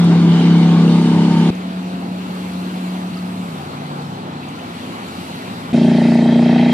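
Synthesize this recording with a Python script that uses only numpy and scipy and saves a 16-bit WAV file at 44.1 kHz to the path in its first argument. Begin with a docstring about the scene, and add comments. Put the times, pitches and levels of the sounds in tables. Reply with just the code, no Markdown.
"""A jet boat on a lake, heard from the shore by two microphones, in three joined passages: running hard nearby,
far off where it throttles back over the drone of another boat, then close and climbing onto the plane.
Each engine cycle rings the exhaust on its orders (multiples of the cycle rate), timed by uneven firings.
Jet roar and spray are shaped noise with a bounce off the water; nearby and close they puff with the cycle.
Drops and pebbles at the shore are short damped rings."""
import sys
import numpy as np
from scipy import signal
from scipy.fft import rfft, irfft, next_fast_len
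from scipy.io import wavfile
from scipy.ndimage import uniform_filter1d, map_coordinates

SR = 44100
rng = np.random.default_rng(int(sys.argv[2]) if len(sys.argv) > 2 else 0)


def pcm_store(signal):
    """Save signal as 16-bit PCM."""
    levels = np.round(np.clip(np.atleast_2d(signal), -1, 1) * 32767)
    wavfile.write(sys.argv[1], SR, levels.astype(np.int16).T)


N = 296793

# Edges of the three passages: time_s
PASSAGE_EDGES = [0, 1.506, 5.728, 6.8]

# Exhaust orders of each passage: order (multiple of the cycle rate), level_db
NEAR_ORDERS = [(3, -27.5), (4, -30), (5, 2), (6, -6.5), (7, -6.5), (8, -17), (9, -11.5), (10, -17.5),
               (11, -20), (12, -24), (13, -21.5), (14, -26), (15, -34), (16, -36), (17, -31), (18, -32.5),
               (19, -52), (20, -36), (21, -53), (22, -27.5), (23, -33.5), (24, -35.5), (25, -32.5),
               (26, -36.5), (27, -30.5), (28, -38.5), (29, -36), (30, -41.5), (31, -48), (32, -36),
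               (33, -41), (34, -39), (35, -38), (36, -34.5), (37, -42.5)]
FAR_ORDERS = [(4, -30), (5, -0.5), (6, -3), (7, -7), (9, -10.5), (10, -12), (11, -16.5), (12, -16),
              (13, -22.5), (14, -18.5)]
CLOSE_ORDERS = [(3, -31), (4, -26.5), (5, -10.5), (6, -5.5), (7, -14), (8, 1), (10, -14), (11, -16.5),
                (12, -20.5), (14, -20.5), (15, -25.5), (17, -33), (18, -30), (19, -32), (20, -21.5),
                (21, -19.5), (22, -20.5), (23, -21.5), (24, -27), (25, -29), (26, -33), (29, -31),
                (30, -31.5), (31, -29), (32, -33.5)]
# Far orders that stand out while the throttle is open: order, level_db
FAR_OPEN_ORDERS = [(8, -5), (18, -16.5), (19, -15), (23, -18)]
# Close orders that swell or fade as the boat turns: order, start_level_db, slope_db_per_s
CLOSE_TURNING_ORDERS = [(9, -7.5, -9), (13, -14.5, -7), (16, -27, 6), (27, -33, 11), (28, -20.5, -6)]

# Firing points of the V8, four to a bank: moment_cycles
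FIRING_CYCLES = np.array([1, 3, 4, 7, 0, 2, 5, 6]) / 8
# The two pipes as heard: eight firing strengths (0-1), delay_cycles of both, extra_delay_cycles of the second,
# pulse_phase_rad, sweep_rad per order squared
NEAR_FAR_PIPES = [.29, .51, 1, .25, .94, .21, .55, .72], .373, .415, .13, .001
CLOSE_PIPES = [.59, .36, 1, .49, .97, .42, .58, .22], -.127, .269, 6.225, -.03255
# The two sharpest firings, which own the high orders: first_cycles, second_cycles, second_strength (0-1),
# phase_rad, sweep_rad per order squared
NEAR_FAR_CRACK = .477, 0, 0, 0, .056
CLOSE_CRACK = .339, .26, .85, 3.03, .042

# Roar of jet, spray and waves: start_s, level_db, growl_db, growl_hz, rasp_db (near 2.5 kHz),
# hiss_db (narrow, near 3 kHz), treble_db
NEAR_ROAR = [(0, -20.5, -2.5, 884, -0.3, -7, -1), (.25, -20.5, -1, 870, -2.5, -3, -2),
             (.4, -21.5, 4.5, 760, 2, 4, .3), (.6, -22, 0.5, 770, 0, 0.5, -0.3),
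             (.8, -23, 1.5, 856, 1, -1.5, 1), (1.05, -25, 4.5, 900, 3, 2.5, 4),
             (1.19, -23, 10.5, 910, 0.5, 2, 2), (1.28, -24.5, 5.5, 860, 2.5, -1, 2),
             (1.5, -24.5, 9.5, 820, 4, -0.5, 3)]
FAR_ROAR = [(1.51, -32, -2.5, 700, 2, 0, -1), (2.1, -30, 0.5, 700, -2.5, 2, -2.5),
            (2.35, -30.5, -2, 700, 0.6, 3.5, 0.9), (2.95, -31, 3.5, 750, 1, 2, 1.5),
            (3.35, -32, 1, 760, 0, 1, 0), (3.6, -29.5, 3.5, 770, -0.9, 0, -0.6),
            (4.3, -30, 5, 776, -2.2, -1.5, -4.5), (4.75, -30.5, 1.5, 780, 1.5, 0, -0.5),
            (5.2, -30.5, 2.5, 800, 2.5, 2, 2), (5.72, -30, 1, 800, 0.2, 0, -0.5)]
CLOSE_ROAR = [(5.73, -24.5, .1, 804, 1.5, -0.5, 1.5), (5.95, -24, .1, 796, 1, 3, -1),
              (6.1, -23, .1, 800, 0.5, -4.5, -0.5), (6.3, -23, .1, 800, -2.5, 8, -2),
              (6.45, -23.5, 0.12, 810, 1, 2, -2), (6.65, -23, 0.11, 800, 4, 0.5, -3.5),
              (6.73, -23, 0.092, 795, 3.5, 6.5, -1.5)]
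# Spectrum of the roar: pitch_hz, density_db (relative, per Hz)
NEAR_COLOUR = [(25, -58), (70, -21), (100, -11.5), (170, -1), (340, 1.5), (520, -13.5), (700, -15.5),
               (930, -12), (1100, -12.5), (1300, -18.5), (2000, -20.5), (2700, -21), (3100, -18.5),
               (3500, -20.5), (4400, -23), (5300, -30), (6500, -33.5), (9500, -38.5), (14000, -58.5)]
FAR_COLOUR = [(25, -62), (70, -21), (115, -13.5), (170, -1.5), (340, -8), (520, -11.5), (800, -9),
              (1300, -11.5), (1700, -17.5), (2000, -19), (3100, -21.5), (3700, -20.5), (4200, -20.5),
              (5200, -30.5), (6500, -32), (9500, -34), (14000, -39.5)]
CLOSE_COLOUR = [(25, -44), (70, -27), (100, -22), (200, 3.5), (310, 4.5), (400, -8.5), (520, -10.5),
                (800, -10), (1000, -15), (1290, -24), (1400, -22), (1600, -16), (2000, -16), (2250, -16.5),
                (2600, -18), (2900, -22.5), (3200, -17.5), (3480, -27), (3650, -19.5), (4200, -22.5),
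                (6500, -33), (9500, -36.5), (14000, -57)]
# Left-right likeness of the roar: pitch_hz, correlation (0-1)
NEAR_ALIKE = [(60, .99), (180, .995), (530, .93), (1580, .5), (4690, .36), (14000, 0)]
FAR_ALIKE = [(60, 0.95), (300, 1), (1000, 0.62), (2500, 0.6), (5000, 0.22), (14000, 0.05)]
CLOSE_ALIKE = [(60, .98), (180, .995), (530, .93), (1580, .68), (3000, .8), (5500, .66), (10000, .12)]
# Bands of the roar that puff with the cycle: from_hz, to_hz, depth (0-1), sharpness, moments (eighths of a cycle)
NEAR_PUFFS = [(544, 1300, 0.62, 3.7, [1, 3.8, 6.27]), (1200, 3500, 0.16, 3, [0.2, 3.6])]
CLOSE_PUFFS = [(450, 1300, .6, 2, [2.5]), (1300, 2400, .5, 2, [1.5]), (2400, 4500, .3, 2, [7.3])]

# Drops and pebbles at the shore: start_s, level_db, pitch_hz, pan_db (left minus right)
TICKS = [(.0444, -29.5, 9300, 3), (.3985, -22.5, 3170, -2), (.6295, -32, 2890, -1),
         (.8784, -23.5, 2760, .5), (1.2386, -26, 2930, 2), (1.5505, -37.5, 6460, -11),
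         (2.7555, -35.5, 915, 2.5), (2.9501, -34, 978, 4), (3.142, -31.5, 4440, -4), (3.1676, -33, 1252, 6),
         (3.171, -31.5, 4760, -12), (3.188, -32, 4330, -3), (3.7323, -38, 1225, -4),
         (4.43, -30.5, 2670, -6), (4.4865, -36.5, 6460, -1), (4.5435, -35.5, 1024, 2.5),
         (4.5729, -35, 1384, 8), (4.593, -34.5, 2520, 2.5), (4.9321, -33.5, 1116, -3),
         (5.083, -33, 7260, -5.5), (6.1455, -32, 8470, 6.5)]
# Drone of the other boat: pitch_hz, level_db
DRONE = [(86.5, -49), (108, -45), (172, -39), (194, -47.5), (216, -44.5), (237, -39.5), (263, -37),
         (347, -48)]
# Far engine, throttle open and then eased: cycle_hz, level_db, fifth_lift_db
FAR_OPEN = (36.6, -36.5, 11)
FAR_EASED = (29, -36, 1.6)
# Colour difference of the two microphones: pitch_hz, left_minus_right_db
MICROPHONES = [(60, .4), (250, .4), (600, -.4), (2000, 1), (4000, .1), (8000, -2.8), (13000, -.1)]

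# Nearby: the cycle rate sags as the boat draws away; all orders but the fifth start under their level and grow
NEAR_HZ, NEAR_SAG_HZ_PER_S, NEAR_DB = 34.02, .204, -13
NEAR_OPENS_DB, NEAR_OPENS_S = 8, .2  # how far under, time constant
NEAR_FIFTH_DB, NEAR_FIFTH_DB_PER_S = 1, -2.5  # lift of the fifth order at the start, and its slope
# Far off: the throttle closes, the revs creep back up, the boat turns away
THROTTLE_S, EASING_S, CREEP_HZ_PER_S = 3.39, .26, .58
EASED_LOSS_DB = -12  # further change of the open-throttle orders
TURN_S, TURN_FIFTH_DB, TURN_DB = 4.58, -12, -3  # the fifth order drops out, the rest dims
DRONE_NEARS_DB = 1.5  # the drone grows by this during the turn
# Close by: the cycle rate is lowest at LIFT_S, then climbs ever faster as the hull lifts
CLOSE_HZ, LIFT_S, CLIMB_HZ_PER_S2, CLOSE_DB = 29.249, 5.969, 1.379, -13.5
LAPPING_DB = .35  # scale of the quick random swells of the treble
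TOP_HZ = 14600  # band limit


def amp(db):
    """Decibels to amplitude."""
    return 10 ** (np.asarray(db) / 20)


def unit(x):
    """x scaled to an rms of one."""
    return x / np.sqrt(np.mean(x ** 2) + 1e-20)


def along(points, hz):
    """(Hz, value) points read on a log frequency axis."""
    f, v = np.transpose(points)
    return np.interp(np.log(hz + 1), np.log(f + 1), v)


def curves(rows, t):
    """Each column after the time, read at the times t."""
    s, *cols = np.transpose(rows)
    return [np.interp(t, s, c) for c in cols]


def wobble(n, rate):
    """A smooth random curve of n samples through rate knots a second."""
    knots = rng.standard_normal(int(n * rate / SR) + 4)
    coarse_at = np.arange(0, n + 64, 64)
    coarse = map_coordinates(knots, [coarse_at * rate / SR])
    return np.interp(np.arange(n), coarse_at, coarse)


def filtered(x, response):
    """x times a complex response of frequency."""
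    n = x.shape[-1]
    m = next_fast_len(n + 4096)
    return irfft(rfft(x, m) * response(np.fft.rfftfreq(m, 1 / SR)), m)[..., :n]


def left_right(pan_db):
    """Gains of the two channels, the left pan_db louder."""
    return amp(pan_db * np.array([[.5], [-.5]]))


def at_microphones(x, lag_ms, pan_db):
    """The left microphone hears the source lag_ms after the right one and pan_db louder."""
    delay_s = np.array([[max(lag_ms, 0)], [max(-lag_ms, 0)]]) / 1000
    return left_right(pan_db) * filtered(x, lambda hz: np.exp(-2j * np.pi * hz * delay_s))


def exhaust(t, state, orders, pipes, crack, flutter_db, drift, rate):
    """Orders of the cycle, phased by the uneven firing of the two banks; moving air over the water
    makes each flutter in level and phase, the high ones most."""
    turn, level_db, fifth_lift_db = state
    strengths, delay, second_delay, pulse, sweep = pipes
    first_at, second_at, share, crack_phase, crack_sweep = crack
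    moments = FIRING_CYCLES + delay + second_delay * (np.arange(8) > 3)
    out = np.zeros(len(t))
    for k, db in orders:
        k = round(k)
        if k > 16:  # high orders come from the two sharpest firings alone
            pair = np.exp(-2j * np.pi * k * first_at) + share * np.exp(-2j * np.pi * k * second_at)
            fired = np.angle(pair) + crack_phase + crack_sweep * (k - 24) ** 2
        else:
            firings = np.dot(strengths, np.exp(-2j * np.pi * k * moments))
            fired = np.angle(firings) + pulse + sweep * k * k
        phase = 2 * np.pi * k * turn + fired + drift * k ** .8 * wobble(len(t), rate)
        flutter = flutter_db * k ** .8 * wobble(len(t), rate)
        out += amp(db + flutter + fifth_lift_db * (k == 5)) * np.cos(phase)
    return amp(level_db) * out * np.sqrt(2)


def roar(t, rows, colour, alike, patchy_db, bounce, bounce_ms, hiss_hz):
    """Stereo noise with random patches, doubled by the bounce off the water, which ripples scatter in the treble."""
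    hz, s, z = signal.stft(rng.standard_normal((2, len(t))), SR, nperseg=512)
    hz = hz[:, None]
    patches = uniform_filter1d(rng.standard_normal(z.shape[1:]), size=6, axis=0)
    patches = uniform_filter1d(patches, size=10, axis=1)

    _, growl_db, growl_hz, rasp_db, hiss_db, treble_db = curves(rows, t[0] + s)
    lapping = wobble(len(t) + 512, 6)[::256][:len(s)]  # one value per frame
    treble_db = treble_db + LAPPING_DB * lapping  # wavelets break unevenly
    octave = np.log2((hz + 1) / 2500)
    spray_db = rasp_db * np.exp(-octave ** 2) + treble_db * np.clip(octave - .5, 0, 1.5)
    growl_octave = np.log2((hz + 1) / growl_hz)
    throat_db = growl_db * np.exp(-(growl_octave / .12) ** 2)
    throat_db = throat_db + hiss_db * np.exp(-((hz - hiss_hz) / 160) ** 2)
    shaped = z * amp(patchy_db * unit(patches) + spray_db + throat_db)
    pair = signal.istft(shaped, SR, nperseg=512)[1][:, :len(t)]

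    def response(f):
        width = np.arccos(np.clip(along(alike, f), -1, 1)) / 2  # mid-side angle giving this likeness
        comb = 1 + bounce * np.exp(-2j * np.pi * f * bounce_ms / 1000 - (f / 4600) ** 2)
        return amp(along(colour, f)) * comb * [np.cos(width), np.sin(width)]

    mid, side = filtered(pair, response)
    return amp(curves(rows, t)[0]) * unit(np.array([mid + side, mid - side]))


def puffed(noise, turn, puffs):
    """Bands of the roar swell at their own moments of the engine cycle."""
    out = noise
    for lo_hz, hi_hz, depth, sharp, eighths in puffs:
        band = filtered(noise, lambda f: (f >= lo_hz) & (f < hi_hz))
        swell = sum(np.exp(sharp * (np.cos(2 * np.pi * (turn - e / 8)) - 1)) for e in eighths)
        out = out + band * (unit(1 + depth * swell) - 1)
    return out


def near(t):
    """Flat out across the bay: the cycle rate sags steadily and the roar puffs with the firings."""
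    opening_db = NEAR_OPENS_DB * np.exp(-t / NEAR_OPENS_S)
    turn = .997 + np.cumsum(NEAR_HZ - NEAR_SAG_HZ_PER_S * t) / SR  # engine cycles
    fifth_db = NEAR_FIFTH_DB + NEAR_FIFTH_DB_PER_S * t + opening_db
    pipes = exhaust(t, (turn, NEAR_DB - opening_db, fifth_db), NEAR_ORDERS, NEAR_FAR_PIPES, NEAR_FAR_CRACK,
                    flutter_db=.36, drift=.06, rate=12)
    noise = roar(t, NEAR_ROAR, NEAR_COLOUR, NEAR_ALIKE, patchy_db=1.4, bounce=.25, bounce_ms=1.35, hiss_hz=3050)
    noise = puffed(noise, turn, NEAR_PUFFS)
    return at_microphones(pipes, lag_ms=-.082, pan_db=.23) + at_microphones(noise, lag_ms=-.081, pan_db=.5)


def ticks(count=70):
    """Damped clicks and plops near the microphones: the clear ones, and a faint scatter of lapping water."""
    u = rng.random((count, 4))
    faint = np.transpose([u[:, 0] * N / SR, -47 + 7 * u[:, 1], 900 * 4.8 ** u[:, 2], 8 * (u[:, 3] - .5)])
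    out, t = np.zeros((2, N + 3000)), np.arange(3000) / SR
    onset = 1 - np.exp(-t / .00099)
    for start_s, db, hz, pan_db in [*TICKS, *faint]:
        jitter = np.cumsum(rng.normal(0, .17 * hz / 5000, len(t)))
        ring = np.sin(2 * np.pi * hz * t + jitter)
        decay = amp(db - 60 * t * hz / 120)  # 60 dB down after 120 periods
        out[:, round(start_s * SR):][:, :len(t)] += left_right(pan_db) * decay * ring * onset
    return out[:, :N]


def drone(t, turned):
    """The other boat: steady tones wavering in level and phase, growing as the jet boat turns away."""
    out = np.zeros(len(t))
    for hz, db in DRONE:
        level = amp(db + DRONE_NEARS_DB * turned + 2.94 * wobble(len(t), 6))
        out += level * np.cos(2 * np.pi * hz * t + wobble(len(t), 4.22))
    return out


def far(t):
    """Far off: the closing throttle drops the cycle rate, over the drone of the other boat."""
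    eased = (1 - np.cos(np.pi * np.clip((t - THROTTLE_S) / EASING_S, 0, 1))) / 2
    hz, level_db, fifth_db = (a + (b - a) * eased for a, b in zip(FAR_OPEN, FAR_EASED))
    hz = hz + CREEP_HZ_PER_S * np.clip(t - THROTTLE_S - EASING_S, 0, None)
    turn = np.cumsum(hz) / SR  # engine cycles
    turned = np.clip((t - TURN_S) / .14 + .5, 0, 1)
    level_db, fifth_db = level_db + TURN_DB * turned, fifth_db + TURN_FIFTH_DB * turned
    pipes = exhaust(t, (turn, level_db, fifth_db), FAR_ORDERS, NEAR_FAR_PIPES, NEAR_FAR_CRACK,
                    flutter_db=.36 + .2 * eased, drift=.07 + .05 * eased, rate=7)
    pipes = pipes + exhaust(t, (turn, level_db + EASED_LOSS_DB * eased, 0), FAR_OPEN_ORDERS,
                            NEAR_FAR_PIPES, NEAR_FAR_CRACK, flutter_db=.4, drift=.09, rate=9)
    tones = pipes + drone(t, turned)
    noise = roar(t, FAR_ROAR, FAR_COLOUR, FAR_ALIKE, patchy_db=1.3, bounce=.1, bounce_ms=.37, hiss_hz=2760)
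    return at_microphones(tones, lag_ms=.016, pan_db=0) + at_microphones(noise, lag_ms=.377, pan_db=.6)


def close(t):
    """Close by under load: clear, lumpy firings, with some orders swelling or fading as the boat turns."""
    turn = .762 + np.cumsum(CLOSE_HZ + CLIMB_HZ_PER_S2 * (t - LIFT_S) ** 2) / SR  # engine cycles

    def ring(level_db, orders):
        return exhaust(t, (turn, level_db, 0), orders, CLOSE_PIPES, CLOSE_CRACK, flutter_db=.16, drift=.02, rate=8)

    pipes = ring(CLOSE_DB, CLOSE_ORDERS)
    for k, db, slope in CLOSE_TURNING_ORDERS:
        pipes = pipes + ring(CLOSE_DB + slope * (t - t[0]), [(k, db)])
    noise = roar(t, CLOSE_ROAR, CLOSE_COLOUR, CLOSE_ALIKE, patchy_db=1.8, bounce=.36, bounce_ms=1.53, hiss_hz=3230)
    noise = puffed(noise, turn, CLOSE_PUFFS)
    return at_microphones(pipes, lag_ms=.05, pan_db=.1) + at_microphones(noise, lag_ms=0, pan_db=.1)


def scene():
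    """The three passages end to end, with the shore ticks over all of them."""
    out = np.zeros((2, N))
    for passage, start, end in zip((near, far, close), PASSAGE_EDGES, PASSAGE_EDGES[1:]):
        t = np.arange(round(start * SR), min(round(end * SR), N)) / SR
        # 3 ms fades at the joins; the first passage starts at full level
        fade = np.clip(np.minimum(t - start + (start == 0), end - t) / .003, 0, 1)
        out[:, round(start * SR):][:, :len(t)] = fade * passage(t)
    return out + ticks()


def record(dry):
    """The loudest pulses are rounded off, the microphones differ in colour, nothing is kept above the band limit."""
    soft = dry / (1 + np.abs(dry) ** 8) ** (1 / 8)
    return filtered(soft, lambda hz: left_right(along(MICROPHONES, hz)) * (hz < TOP_HZ))


dry = scene()
out = record(dry)
pcm_store(out)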